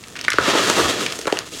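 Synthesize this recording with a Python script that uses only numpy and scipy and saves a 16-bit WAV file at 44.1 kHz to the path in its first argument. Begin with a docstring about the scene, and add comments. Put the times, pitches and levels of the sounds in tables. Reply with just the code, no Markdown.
"""A dry, soft crunch that swells and ebbs: two hands plough through a basin of crumbly powder and lift
a heap of clumps. Countless grains break and rub, clumps give way with dull thuds, single crumbs snap.
Fingers and falling lumps knock the basin, which rumbles under the weight of the hands.
One microphone, close to the basin, in a small quiet room."""
import sys
import numpy as np
from scipy import signal
from scipy.fft import rfft, irfft
from scipy.io import wavfile
from scipy.ndimage import uniform_filter1d

SR = 44100
rng = np.random.default_rng(int(sys.argv[2]) if len(sys.argv) > 2 else 0)


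def persist_wave(psi):
    """Save psi, clipped to +-1, as 16-bit WAV."""
    counts = np.round(np.clip(psi, -1, 1) * 32767).astype(np.int16)
    wavfile.write(sys.argv[1], SR, np.atleast_2d(counts).T)


N = 70560  # 1.6 s

# the strokes through the powder, close up: time_s, bass_db, middle_db, crunch_db, hiss_db
STROKE_LEVELS = [(0, -52, -53.5, -52, -50.5), (.145, -48, -49.5, -50, -49), (0.199, -40.5, -45, -41, -54),
                 (.27, -45, -47, -41.5, -52), (.38, -56, -36.5, -33.5, -46),
                 (0.409, -25.5, -27, -30.5, -38), (.46, -32.5, -23.5, -25.5, -34),
                 (.55, -26.5, -22.5, -22, -32), (0.662, -26, -24.5, -25.5, -30.5),
                 (0.752, -27, -26.5, -26.5, -32), (.8, -22.5, -25, -23.5, -29),
                 (.9, -27.5, -27, -26, -31.5), (.96, -27.5, -28.5, -28, -36), (1.03, -27, -31.5, -28, -32),
                 (1.1, -36, -36, -33, -42.5), (1.15, -40.5, -40, -41, -38), (1.24, -41, -49, -41, -45.5),
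                 (1.29, -62, -31.5, -44.5, -44.5), (1.35, -35.5, -35.5, -37.5, -41),
                 (1.411, -36.5, -36, -40, -51.5), (1.46, -49.5, -48.5, -46.5, -48),
                 (1.527, -44.5, -48, -43, -43), (1.543, -38, -49.5, -36, -40),
                 (1.6, -47, -38.5, -39, -34.5)]
# resonances of the basin: pitch_hz, width_hz, gain_db
BASIN_MODES = [(103, 12, -9.5), (500, 145, 2.5), (1268, 30, -6), (1723, 290, -5), (2720, 43, -0.5),
               (3325, 200, -11.5), (3940, 58, -11), (6700, 150, -51)]
# tone of the powder in the basin: frequency_hz, gain_db
POWDER_TONE = [(18, -66), (30, -35), (70, -39.5), (100, -7.5), (179, -4.5), (345, 1.5), (449, -3.5),
               (584, -9), (649, -1), (780, -8.5), (1250, -1.5), (1590, -7), (1760, -6.5), (2540, -11.5),
               (3310, -12), (5590, -18), (6900, -19), (14400, -39.5), (16000, -43)]
def powder(peak_grains_per_s=8000, rub_db=-3.5, slips_per_s=35, slip_db=1.59):
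    """Grains break and rub around the hands and ring the basin; faster strokes break more of them."""
    times, *band_dbs = np.array(STROKE_LEVELS).T
    levels = [amp(np.interp(since(0), times, db)) for db in band_dbs]
    effort = levels[2] / levels[2].max()  # follows the crunch band
    breaking = grains(peak_grains_per_s * effort ** .6)
    friction = breaking + amp(rub_db) * rng.standard_normal(N)
    ringing = sum(amp(db) * resonate(friction, hz, width) for hz, width, db in BASIN_MODES)
    spectrum = rfft(colour(friction + ringing, POWDER_TONE))
    edges_hz = [20, 700, 2500, 6000, 20000]
    out = 0
    for low, high, level in zip(edges_hz, edges_hz[1:], levels):
        band = 1 / (1 + (low / freqs()) ** 8) / (1 + (freqs() / high) ** 8)
        out += level * unit(irfft(spectrum * band, N))
    return out * amp(slip_db * wander(slips_per_s))  # the powder catches and slips


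# clumps giving way under the fingers: centre_s, half_length_s, thud_db, crunch_db
CLUMP_COLLAPSES = [(0.488, 0.008, -16, -40), (0.539, 0.0054, -18.5, -26), (0.556, 0.0043, -15, -20),
                   (0.6, 0.0078, -20, -23), (.699, 0.0046, -17.5, -16.5), (0.788, 0.018, -18, -18.5),
                   (0.86, 0.0086, -23, -22.5), (1.016, 0.011, -30.5, -32), (1.2788, .003, -18.5, -16.5),
                   (1.346, 0.0046, -37, -46)]
# tone of their thud: frequency_hz, gain_db
THUD_TONE = [(60, -35), (200, -15.5), (340, -5.5), (480, -4), (750, -16.5), (1200, -19), (2500, -40),
             (8000, -42), (16000, -58)]
# tone of their crunch: frequency_hz, gain_db
CRUNCH_TONE = [(200, -20), (700, -3.5), (1200, 6.5), (2000, -6.5), (3000, -9), (4500, -20), (7000, -15.5),
               (16000, -39)]
def clumps():
    """Each clump collapses in a short rush of grains: a dull thud and a drier crunch."""
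    thud = unit(colour(grains(per_s=11000), THUD_TONE))
    crunch = unit(colour(grains(per_s=9000), CRUNCH_TONE))
    return sum(swell(centre, half_length) * (amp(thud_db) * thud + amp(crunch_db) * crunch)
               for centre, half_length, thud_db, crunch_db in CLUMP_COLLAPSES)


# fingers and lumps striking the basin wall:
# start_s, crack_db, crack_decay_s, crack_hz, ring_hz, ring_db, ring_rise_s, thump_db
WALL_KNOCKS = [(0.282, -9.5, 0.0038, 2270, 1890, 1, 0.00066, -23),
               (0.3031, -14, 0.0021, 7500, 1580, -22, 0.0018, -45),
               (0.3186, -17, 0.0021, 3200, 1930, -8.5, 0.00048, -48),
               (0.3212, -16.5, 0.0027, 2500, 1570, -11.5, 0.0011, -43),
               (0.332, -15.5, 0.0038, 4470, 1400, -39, .0014, -35),
               (0.3384, -19, .0015, 1800, 1430, -12.5, .0009, -18),
               (0.3847, -8.5, 0.0018, 1470, 1347, 2, 0.00084, -5),
               (1.1891, -21, 0.0036, 7900, 890, -31, 0.0012, -19.5),
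               (1.2547, -19, 0.00092, 3700, 1380, -25.5, 0.0019, -17),
               (1.2703, -17.5, 0.0029, 5030, 1080, -21, 0.0012, -11.5),
               (1.2751, -20, 0.00073, 3000, 1280, -13, 0.00048, -28.5),
               (1.2995, -22, .002, 2500, 940, -19, 0.00095, -34),
               (1.3246, -7.5, 0.0013, 4260, 756, -13.5, 0.0021, -4),
               (1.3714, -13, 0.0017, 3020, 1080, -17, 0.00053, -35)]
# tone of the contact: frequency_hz, gain_db
CRACK_TONE = [(200, -29), (700, -32.5), (1200, 10), (2200, 3.5), (3500, -1.5), (6500, -7.5), (10000, -10.5),
              (16000, -23)]
def knocks(thump_lag_s=0.0018, low_cut_hz=175):
    """A crack at the contact, a brief ring of the wall, then a thump as low bending waves arrive late."""
    noise = colour(rng.standard_normal(N), CRACK_TONE)
    out = 0
    for start, crack_db, decay, crack_hz, ring_hz, ring_db, rise, thump_db in WALL_KNOCKS:
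        out += amp(crack_db) * snap(noise, start, decay, crack_hz, relative_width=0.81)
        out += amp(ring_db) * wall_ring(start, ring_hz, rise)
        out += amp(thump_db) * wall_ring(start + thump_lag_s, hz=420, rise_s=0.0016)
    low_cut = signal.butter(2, low_cut_hz, "high", fs=SR, output="sos")  # the wall radiates little bass
    return signal.sosfilt(low_cut, out)


def wall_ring(start, hz, rise_s):
    """A few cycles of the basin wall, swelling and then smothered by the powder."""
    t = since(start)
    envelope = (t / rise_s * np.exp(1 - t / rise_s)) ** 2
    return envelope * np.sin(2 * np.pi * hz * t)


# single crumbs, close to the microphone: start_s, level_db, decay_s, centre_hz
CRUMB_SNAPS = [(.0375, -30.5, 0.0046, 2930), (0.0836, -22.5, 0.00066, 6350), (.155, -26, 0.0032, 1960),
               (0.163, -24.5, 0.0046, 2600), (0.17, -27, 0.0027, 2800), (0.1898, -22.5, 0.0034, 3300),
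               (0.2123, -16.5, 0.0016, 4550), (0.241, -21.5, 0.0057, 3100), (.2485, -21.5, 0.0027, 2800),
               (0.699, -9.5, 0.0022, 5900), (1.0629, -9, 0.0023, 2650), (1.1229, -16, 0.0027, 4060),
               (1.2133, -20, 0.0022, 5100), (1.389, -7, 0.00071, 4830)]
# tone of the crumbs: frequency_hz, gain_db
CRUMB_TONE = [(200, -18), (700, 0), (1500, 8), (3500, 2.5), (6500, 1.5), (10000, -5), (16000, -14)]
def crumbs():
    """Crumbs break or drop with small dry snaps, each with its own brightness."""
    noise = colour(rng.standard_normal(N), CRUMB_TONE)
    return sum(amp(db) * snap(noise, start, decay, hz, relative_width=0.92)
               for start, db, decay, hz in CRUMB_SNAPS)


def snap(noise, start, decay_s, hz, relative_width, attack_s=0.000095):
    """A fracture or hard contact: a band of noise that starts suddenly and fades fast."""
    t = since(start)
    envelope = (1 - np.exp(-t / attack_s)) * np.exp(-t / decay_s)
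    width_hz = min(relative_width * hz, SR / 4)
    return envelope * unit(resonate(noise, hz, width_hz))


# the hands leaning into the basin: centre_s, half_length_s, level_db
HAND_PUSHES = [(0.346, 0.021, -38.5), (0.412, 0.015, -31.5), (0.596, 0.0095, -42), (0.857, 0.033, -33.5)]
# tone of the rumble: frequency_hz, gain_db
RUMBLE_TONE = [(20, -30), (50, -7), (100, 4), (140, 2), (250, -35), (1000, -67), (16000, -90)]
def basin_rumble():
    """The basin rumbles low under the weight of the hands."""
    weight = sum(amp(db) * swell(centre, half_length) for centre, half_length, db in HAND_PUSHES)
    return weight * unit(colour(rng.standard_normal(N), RUMBLE_TONE))


# tone of the small room's reflections at the microphone: frequency_hz, gain_db
REFLECTION_TONE = [(100, -3), (400, -5), (1500, -0.5), (2400, -3.5), (4000, -7.5), (8000, -4.5),
                   (16000, -3.5)]
def room(direct, t60_s=0.23, gap_s=0.0029, level_db=-10.5):
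    """The direct sound, followed by short diffuse reflections from the basin's sides and the walls."""
    t = since(gap_s)
    fade = (t > 0) * np.exp(-np.log(1000) * t / t60_s)
    tail = colour(rng.standard_normal(N) * fade, REFLECTION_TONE)
    tail /= np.sqrt(np.sum(tail ** 2))
    return direct + amp(level_db) * signal.fftconvolve(direct, tail)[:N]


# room tone at the microphone: frequency_hz, gain_db
AIR_TONE = [(25, -8), (60, 1.5), (110, 4.5), (200, 2.5), (400, -3), (1000, -23), (4000, -57), (16000, -24)]
def air(level_db=-47.5):
    """Faint steady rumble and hiss of the room."""
    return amp(level_db) * unit(colour(rng.standard_normal(N), AIR_TONE))


def grains(per_s, spread_db=4.5):
    """Breaking grains: random clicks of very uneven size, at an even mean power."""
    hit = rng.random(N) < per_s / SR
    size = amp(spread_db * np.clip(rng.standard_normal(N), -2, 2))
    polarity = np.sign(rng.standard_normal(N))
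    return unit(hit * size * polarity / np.sqrt(per_s))


def wander(per_s):
    """Random levels, held and smoothed; spread near 1."""
    hold = int(SR / per_s)
    steps = rng.standard_normal(N)[np.arange(N) // hold]
    return uniform_filter1d(steps, hold)


def swell(centre_s, half_length_s):
    """A bell-shaped rise and fall."""
    return np.exp(-.5 * ((since(0) - centre_s) / half_length_s) ** 2)


def colour(x, points):
    """Causal filter through (frequency_hz, gain_db) points."""
    hz, db = np.array(points).T
    gain = amp(np.interp(np.log(freqs()), np.log(hz), db))
    cepstrum = irfft(np.log(gain), N)
    fold = np.r_[1, np.full(N // 2 - 1, 2), np.zeros(N - N // 2)]  # minimum phase
    impulse = irfft(np.exp(rfft(cepstrum * fold)), N)[:N // 2]
    return signal.fftconvolve(x, impulse)[:N]


def resonate(x, hz, width_hz):
    """A resonance with gain 1 at its centre."""
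    b, a = signal.iirpeak(hz, hz / width_hz, fs=SR)
    return signal.lfilter(b, a, x)


def amp(db):
    """Decibels to gain."""
    return 10 ** (np.asarray(db) / 20)


def unit(x):
    """Scale to an rms of 1."""
    return x / np.sqrt(np.mean(x ** 2))


def freqs():
    """Frequencies of the spectrum's bins."""
    return np.maximum(np.arange(N // 2 + 1) * SR / N, 1)


def since(start):
    """Seconds since a moment, zero before it."""
    return np.maximum(np.arange(N) / SR - start, 0)


def scene():
    """One close microphone on the basin, the same in both channels."""
    mono = powder() + basin_rumble() + room(clumps() + knocks() + crumbs()) + air()
    return np.array([mono, mono])


def record(dry):
    """The recorder clips at full scale and cuts the treble above 16 kHz."""
    treble_cut = signal.ellip(10, .2, 80, 16000, fs=SR, output="sos")
    return signal.sosfilt(treble_cut, np.clip(dry, -1, 1))


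dry = scene()
out = record(dry)
persist_wave(out)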